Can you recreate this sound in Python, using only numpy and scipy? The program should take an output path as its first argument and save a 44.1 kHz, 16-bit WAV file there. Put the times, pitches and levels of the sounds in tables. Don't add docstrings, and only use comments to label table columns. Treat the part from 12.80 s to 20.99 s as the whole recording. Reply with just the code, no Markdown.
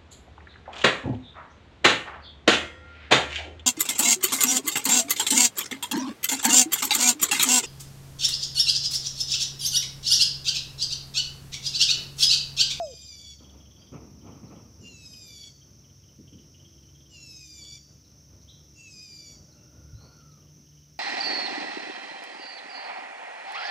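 import sys
import numpy as np
from scipy import signal
from scipy.fft import rfft, irfft
from scipy.io import wavfile
from scipy.ndimage import uniform_filter1d

SR = 44100
rng = np.random.default_rng(int(sys.argv[2]) if len(sys.argv) > 2 else 0)


def unload_audio(sound):
    columns = np.transpose(np.atleast_2d(sound))
    steps = np.round(np.clip(columns, -1, 1) * 32767)
    wavfile.write(sys.argv[1], SR, steps.astype(np.int16))


N = 361179
T = np.arange(N) / SR

# (t/s, f/Hz, level/dB)
DOVE_COO = [(0.0, 707, -26.5), (0.04, 644, -31), (0.082, 551, -43), (0.11, 514, -44.5), (0.132, 460, -52),
            (0.142, 425, -47)]
# (start t/s, break into the octave t/s, end t/s, tone level/dB, fifth level/dB,
# octave level/dB, rasp level/dB, tilt above 7 kHz/dB per octave)
HAWK_CRIES = [(-.02, 0.003, .53, -64.5, -64, -54.5, -57, -4.5),
              (2.004, 2.204, 2.677, -62, -63.5, -54, -57.5, 3),
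              (4.29, 4.404, 4.965, -59.5, -65, -55.5, -56, -3),
              (5.94, 6.125, 6.532, -60.5, -74, -56, -57.5, -4.5)]
# (t/s, f/Hz)
CRY_GLIDES = [
    [(.03, 2563), (.115, 2462), (.2, 2420), (.285, 2448), (.325, 2328), (.44, 2287), (.53, 2255)],
    [(2.02, 2900), (2.05, 2780), (2.085, 2823), (2.165, 2638), (2.31, 2517), (2.4, 2495), (2.47, 2392),
     (2.585, 2279), (2.675, 2272)],
    [(4.31, 2940), (4.38, 2740), (4.45, 2670), (4.55, 2556), (4.6, 2523), (4.68, 2405), (4.73, 2412),
     (4.84, 2285), (4.965, 2328)],
    [(5.95, 2730), (6.03, 2678), (6.13, 2535), (6.19, 2445), (6.23, 2500), (6.3, 2397), (6.36, 2386),
     (6.45, 2310), (6.527, 2290)],
]
# (f/Hz, width/Hz, lift/dB)
CRY_RESONANCES = [(2784, 230, 6.5), (3385, 130, 10), (5030, 320, 3.5)]
# (f/Hz, level/dB)
RASP_COLOUR = [(2700, -1), (3300, -6.5), (4000, -5), (5100, 9), (5900, 0), (6800, -1.5), (7300, -3.5),
               (8000, -11.5), (9200, -23), (10400, -15.5), (11500, -16.5), (12800, -22.5), (14200, -36)]
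# (f/Hz, level/dB)
CHORUS_COLOUR = [(4200, -43), (4900, -6), (5200, -11.5), (5450, 6), (5750, 0.5), (6300, 2.5), (6550, -33),
                 (6850, -19), (7500, -23)]
# (strokes per second, top f/Hz, bottom f/Hz, level/dB)
NEAR_CICADAS = [(48.17, 6550, 5300, -64.5), (46.7, 6150, 4800, -68)]
# (t/s, level/dB)
DEEP_ENGINE_LEVEL = [(0, -54.5), (2, -60.5), (5.9, -59), (6.3, -82), (6.8, -69), (7.1, -52.5), (7.7, -73),
                     (8.19, -64)]
# (start, anchor, end t/s; start, anchor, end f/Hz; anchor level/dB)
ENGINE_NOTES = [(0, 3.16, 4.6, 96, 95, 86, -60.5), (4.5, 5.85, 6.8, 97, 99, 91, -61.5),
                (0, 4.6, 7.2, 139, 139, 150, -59), (7, 7.65, 8.3, 144, 147, 147, -54.5),
                (3.5, 3.85, 5.5, 342, 335, 290, -65), (5.5, 6.6, 8.19, 310, 304, 298, -67.5)]
# (t/s, level/dB)
BREEZE_LEVEL = [(.4, -58.5), (.8, -56), (2.1, -55), (3, -58), (7.7, -57.5), (8.19, -62)]
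# (f/Hz, level/dB)
BREEZE_COLOUR = [(30, -41), (55, -3), (115, 0.5), (175, -4.5), (250, -7.5), (330, -11), (390, -15),
                 (600, -18), (760, -26), (1100, -27.5), (1450, -28.5), (1650, -35), (2400, -35)]
HISS_COLOUR = [(1500, 0.5), (2400, 3.5), (3200, 5), (4300, 4), (5000, 5.5), (6600, 1.5), (7600, -8.5),
               (9000, -6), (12000, -1), (15500, 0.5)]
SIDE_COLOUR = [(500, -3.5), (4500, -21), (7000, -5), (15500, 3.5)]
# (start t/s, length/s, level/dB, f/Hz)
BIRD_CHIP_RUNS = [(0.063, .19, -60, 3220), (0.39, .03, -61, 3300), (.585, .13, -60.5, 3270),
                  (0.8, .3, -61.5, 3190), (1.409, .13, -66.5, 3120), (1.757, .03, -65.5, 3130),
                  (2.332, .03, -59, 3040), (2.631, .03, -55, 3320), (2.81, .03, -63.5, 3190),
                  (3.039, .08, -67, 3104), (3.231, .08, -65.5, 3080), (3.474, .13, -61.5, 3070),
                  (3.74, .13, -61, 3084), (3.922, .18, -66.5, 3135), (4.147, .13, -63.5, 3210),
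                  (7.4, .03, -71, 3090), (7.614, .08, -72.5, 3020), (7.863, .18, -70, 3060)]
# (t/s, level/dB, f/Hz)
BIRD_TICKS = [(.268, -56, 4100), (1.673, -64.5, 4100), (2.478, -60, 4000), (4.02, -69, 4200),
              (5.242, -62, 4170), (5.61, -64, 4250), (6.355, -66, 4180), (6.717, -61, 4260),
              (7.51, -63, 4150)]
# (t/s, thud level/dB, scrape level/dB, rise/s, decay/s)
BUMP_HITS = [(.6, -52.5, -60.5, 0.0068, 0.12), (.72, -56, -63.5, 0.029, 0.073),
             (.97, -59, -66.5, .02, 0.096), (1.118, -41, -56.5, 0.0037, 0.061),
             (1.136, -45, -49.5, 0.0027, 0.061), (1.21, -52, -70, 0.01, 0.4),
             (1.42, -48, -53.5, 0.059, 0.14), (1.628, -49, -63, 0.0047, 0.083),
             (1.69, -53, -56, 0.028, 0.095), (1.98, -52.5, -84, 0.024, 0.12),
             (3.383, -44.5, -86, 0.014, 0.035), (3.518, -48, -88, 0.0059, 0.12),
             (7.16, -56.5, -59.5, 0.097, 0.093), (7.31, -73, -81, 0.024, 0.044),
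             (7.741, -52, -82, 0.02, 0.048)]
# (f/Hz, level/dB)
THUD_COLOUR = [(40, -30), (85, 3.5), (140, 3), (260, 4.5), (380, -5.5), (520, -13), (750, -65), (1500, -69)]
SCRAPE_COLOUR = [(200, -38), (450, 6.5), (800, -0.5), (1300, -1.5), (1600, -18.5), (2500, -9.5),
                 (4000, -33.5), (8000, -54)]
# (start, anchor, end t/s; start, anchor, end f/Hz; anchor level/dB)
WHISTLE_NOTES = [(0.983, 1.018, 1.03, 4500, 4730, 4750, -59), (6.749, 6.787, 6.87, 2800, 2670, 2820, -73),
                 (7.139, 7.227, 7.4, 3920, 4440, 4390, -63.5)]
SQUEAK_NOTE = (5.677, 5.696, 5.712, 2900, 3900, 2900, -51.5)
CROW_NOTES = [(6.66, 7.36, 7.65, 1426, 1428, 1150, -67.5), (6.3, 6.66, 7.45, 606, 607, 500, -70),
              (6.65, 6.2, 6.98, 750, 822, 819, -72)]
# (f/Hz, level/dB, t60/s)
STAND_MODES = [(72.6, -29, 0.12), (108.6, -35, 0.26), (180, -53.5, 0.18)]


def undb(db):
    return 10 ** (np.asarray(db) / 20)


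def unit(x):
    return x / np.sqrt(np.mean(x ** 2))


def curve(points):
    return np.interp(T, *np.transpose(points))


def colour_db(hz, colour):
    f, db = np.transpose(colour)
    return np.interp(np.log(hz + 1), np.log(f), db)


def noise(colour):
    hz = np.arange(N // 2 + 1) * SR / N
    rolloff = np.minimum(hz / colour[0][0], 1) ** 2 / np.maximum(hz / colour[-1][0], 1) ** 2
    return unit(irfft(rfft(rng.standard_normal(N)) * undb(colour_db(hz, colour)) * rolloff, N))


def wobble(rate, size=N):
    hold = max(int(SR / rate), 1)
    steps = rng.standard_normal(size)[:size // hold + 1]
    return unit(uniform_filter1d(np.repeat(steps, hold)[:size], hold))


def phase_of(hz):
    return 2 * np.pi * np.cumsum(hz) / SR


def tone(points, jitter, octave_db, fade_s=0.00021):
    s, hz, db = np.transpose(points)
    on = (T >= s[0]) & (T < s[-1])
    t, out = T[on], np.zeros(N)
    phase = phase_of(np.interp(t, s, hz) * (1 + jitter * wobble(250, len(t))))
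    wave = np.sin(phase) + undb(octave_db) * np.sin(2 * phase)
    edges = np.minimum(np.minimum(t - s[0], s[-1] - t) / fade_s, 1)
    out[on] = np.sqrt(2) * undb(np.interp(t, s, db)) * edges * wave
    return out


def note(row, jitter, octave_db, ends_db):
    start, anchor, end, start_hz, anchor_hz, end_hz, db = row
    points = [(start, start_hz, db + ends_db), (anchor, anchor_hz, db), (end, end_hz, db + ends_db)]
    return tone(points, jitter, octave_db)


def hill_echo(x, t60):
    t = T[:SR]
    tail = rng.standard_normal(SR) * undb(-60 * t / t60) * np.clip(t / 0.0081, 0, 1)
    return signal.fftconvolve(x, tail / np.sqrt(np.sum(tail ** 2)))[:N]


def dove():
    coo = tone(DOVE_COO, jitter=.003, octave_db=-38)
    return coo + undb(-22.5) * hill_echo(coo, t60=0.49)


def resonance_db(hz):
    return sum(db * np.exp(-((hz - centre) / width) ** 2) for centre, width, db in CRY_RESONANCES)


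def hawk_cry(row, glide, waver_db=2.5, sag_db_per_s=4, droop=0.043, smear_rad=0.13):
    start, break_at, end, tone_db, fifth_db, octave_db, rasp_db, bright_db = row
    attack_s, beak_s, break_s, release_s, fade_s = 0.049, 0.043, 0.024, 0.036, 0.043
    on = (T > start) & (T < end + release_s)
    t, size = T[on], on.sum()
    age = t - start
    hz = uniform_filter1d(curve(glide)[on], size=SR // 55, mode="nearest")
    slack = np.clip((t - end) / release_s, 0, 1)
    jitter = 0.0025 * (1 + 14 * slack) * wobble(900, size) + 0.00398 * wobble(60.33, size)
    hz = hz * (1 - droop * slack + jitter)
    phase = phase_of(hz)
    closed = np.exp(-age / beak_s)
    unbroken = (1 - np.tanh((t - break_at) / break_s)) / 2
    tilt_db = bright_db - 45 * closed - 22 * unbroken
    partials = []
    for ratio, db in (1.5, fifth_db - 9 * closed), (2, octave_db - 13.5 * unbroken):
        partials.append((ratio, db + resonance_db(ratio * hz) + waver_db * wobble(25.14, size)))
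    for quarters in (5, 7, *range(9, 23)):
        ratio, step_db = quarters / 4, (0, -17, -3, -17)[quarters % 4]
        octaves_above = np.maximum(np.log2(ratio * hz / 7000), 0)
        eq_db = colour_db(ratio * hz, RASP_COLOUR) + tilt_db * octaves_above
        partials.append((ratio, rasp_db + step_db + eq_db + 8 * closed + 3.44 * wobble(66.05, size)))
    root_db = tone_db - sag_db_per_s * age + resonance_db(hz) + waver_db * wobble(24.7, size)
    voice = undb(root_db) * np.sin(phase)
    for ratio, db in partials:
        smeared = phase + smear_rad * wobble(700, size)
        voice += undb(db) * np.sin(ratio * smeared + rng.uniform(0, 2 * np.pi))
    envelope = np.minimum(age / attack_s, 1) * np.minimum((end + release_s - t) / fade_s, 1)
    flutter = undb(1.53 * wobble(900, size))
    out = np.zeros(N)
    out[on] = np.sqrt(2) * voice * flutter * envelope
    return out


def hawk():
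    cries = undb(0.5) * sum(hawk_cry(row, glide) for row, glide in zip(HAWK_CRIES, CRY_GLIDES))
    highs = signal.sosfilt(signal.butter(2, [4100, 7200], "bandpass", fs=SR, output="sos"), cries)
    return cries + undb(-11) * hill_echo(cries, t60=.08) + undb(-5.5) * hill_echo(highs, t60=.65)


def cicadas():
    out = undb(-63) * noise(CHORUS_COLOUR) * undb(1.2 * wobble(1.91) + 0.69 * wobble(40))
    for rate, top_hz, bottom_hz, db in NEAR_CICADAS:
        stroke = np.cumsum(rate * (1 + .005 * wobble(15))) / SR % 1
        hz = top_hz + (bottom_hz - top_hz) * stroke + 70 * wobble(900)
        envelope = np.sqrt(np.sin(np.pi * stroke)) * undb(2.2 * wobble(300) + .8 * wobble(2) - 7 * stroke)
        song = envelope * np.sin(phase_of(hz))
        out += undb(db) * unit(song + undb(-3.5) * hill_echo(song, t60=0.044))
    return out


def engines(deep_hz=70.4):
    deep = tone([(s, deep_hz, db) for s, db in DEEP_ENGINE_LEVEL], jitter=0.027, octave_db=-27)
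    others = [note(row, jitter=0.0254, octave_db=-32.5, ends_db=-6.5) for row in ENGINE_NOTES]
    return undb(-1.5) * sum(hum * undb(2 * wobble(9)) for hum in [deep] + others)


def breeze():
    rumble = undb(curve(BREEZE_LEVEL)) * noise(BREEZE_COLOUR) * undb(1.63 * wobble(14))
    return rumble + undb(-69.5) * noise(HISS_COLOUR)


def chatter(calls, sweep, scratch, width_s=0.0068):
    out, t = np.zeros(N), T[:SR // 20]
    from_peak = t / width_s - 1.16
    for s, db, hz in calls:
        pitch = hz * (1 - sweep * np.tanh(from_peak) + scratch * wobble(1500, len(t)))
        out[int(s * SR):][:len(t)] += undb(db) * np.exp(-from_peak ** 2) * np.sin(phase_of(pitch))
    return undb(2.5) * out + undb(1.5) * hill_echo(out, t60=0.42)


def small_birds(gap_s=.0535, scatter_db=0.5, detune=0.0093):
    calls = [(s, db + scatter_db * rng.normal(), hz * (1 + detune * rng.normal()))
             for start, length, db, hz in BIRD_CHIP_RUNS
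             for s in np.arange(start, start + length, gap_s)]
    chips = chatter(calls, sweep=0.039, scratch=0.056)
    ticks = chatter(BIRD_TICKS, sweep=0.091, scratch=0.059)
    return undb(3) * chips + undb(-2.5) * ticks


def bumps():
    thud, scrape = np.zeros(N), np.zeros(N)
    for s, thud_db, scrape_db, rise, decay in BUMP_HITS:
        push = np.clip((T - s) / rise, 0, 1) * np.exp(-np.maximum(T - s - rise, 0) / decay)
        thud += undb(thud_db) * push
        scrape += undb(scrape_db) * push
    grit = unit(noise(SCRAPE_COLOUR) * undb(1.1 * wobble(250)))
    return thud * noise(THUD_COLOUR) + scrape * grit


def whistling_birds():
    calls = sum(note(row, jitter=0.021, octave_db=-30, ends_db=-12) for row in WHISTLE_NOTES)
    calls += note(SQUEAK_NOTE, jitter=0.038, octave_db=-28, ends_db=-10.5)
    return undb(-1) * calls + undb(1.5) * hill_echo(calls, t60=.5)


def cock():
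    crow = sum(note(row, jitter=0.0338, octave_db=-22, ends_db=-10.5) for row in CROW_NOTES)
    return hill_echo(crow, t60=.25)


def stand_knock(at_s=7.126, attack_s=0.0082):
    t = np.maximum(T - at_s, 0)
    ring = sum(undb(db - 60 * t / t60) * np.sin(2 * np.pi * hz * t) for hz, db, t60 in STAND_MODES)
    return np.minimum(t / attack_s, 1) * ring


def scene():
    mid = dove() + hawk() + cicadas() + engines() + breeze() + small_birds()
    mid += bumps() + whistling_birds() + cock() + stand_knock()
    side = undb(-76) * noise(SIDE_COLOUR)
    return np.array([mid + side, mid - side])


def record(dry, low_cut_hz=48, high_cut_hz=15500):
    dry = signal.sosfilt(signal.butter(4, low_cut_hz, "highpass", fs=SR, output="sos"), dry)
    return signal.sosfilt(signal.ellip(10, .2, 70, high_cut_hz, fs=SR, output="sos"), dry)


dry = scene()
out = record(dry)
unload_audio(out)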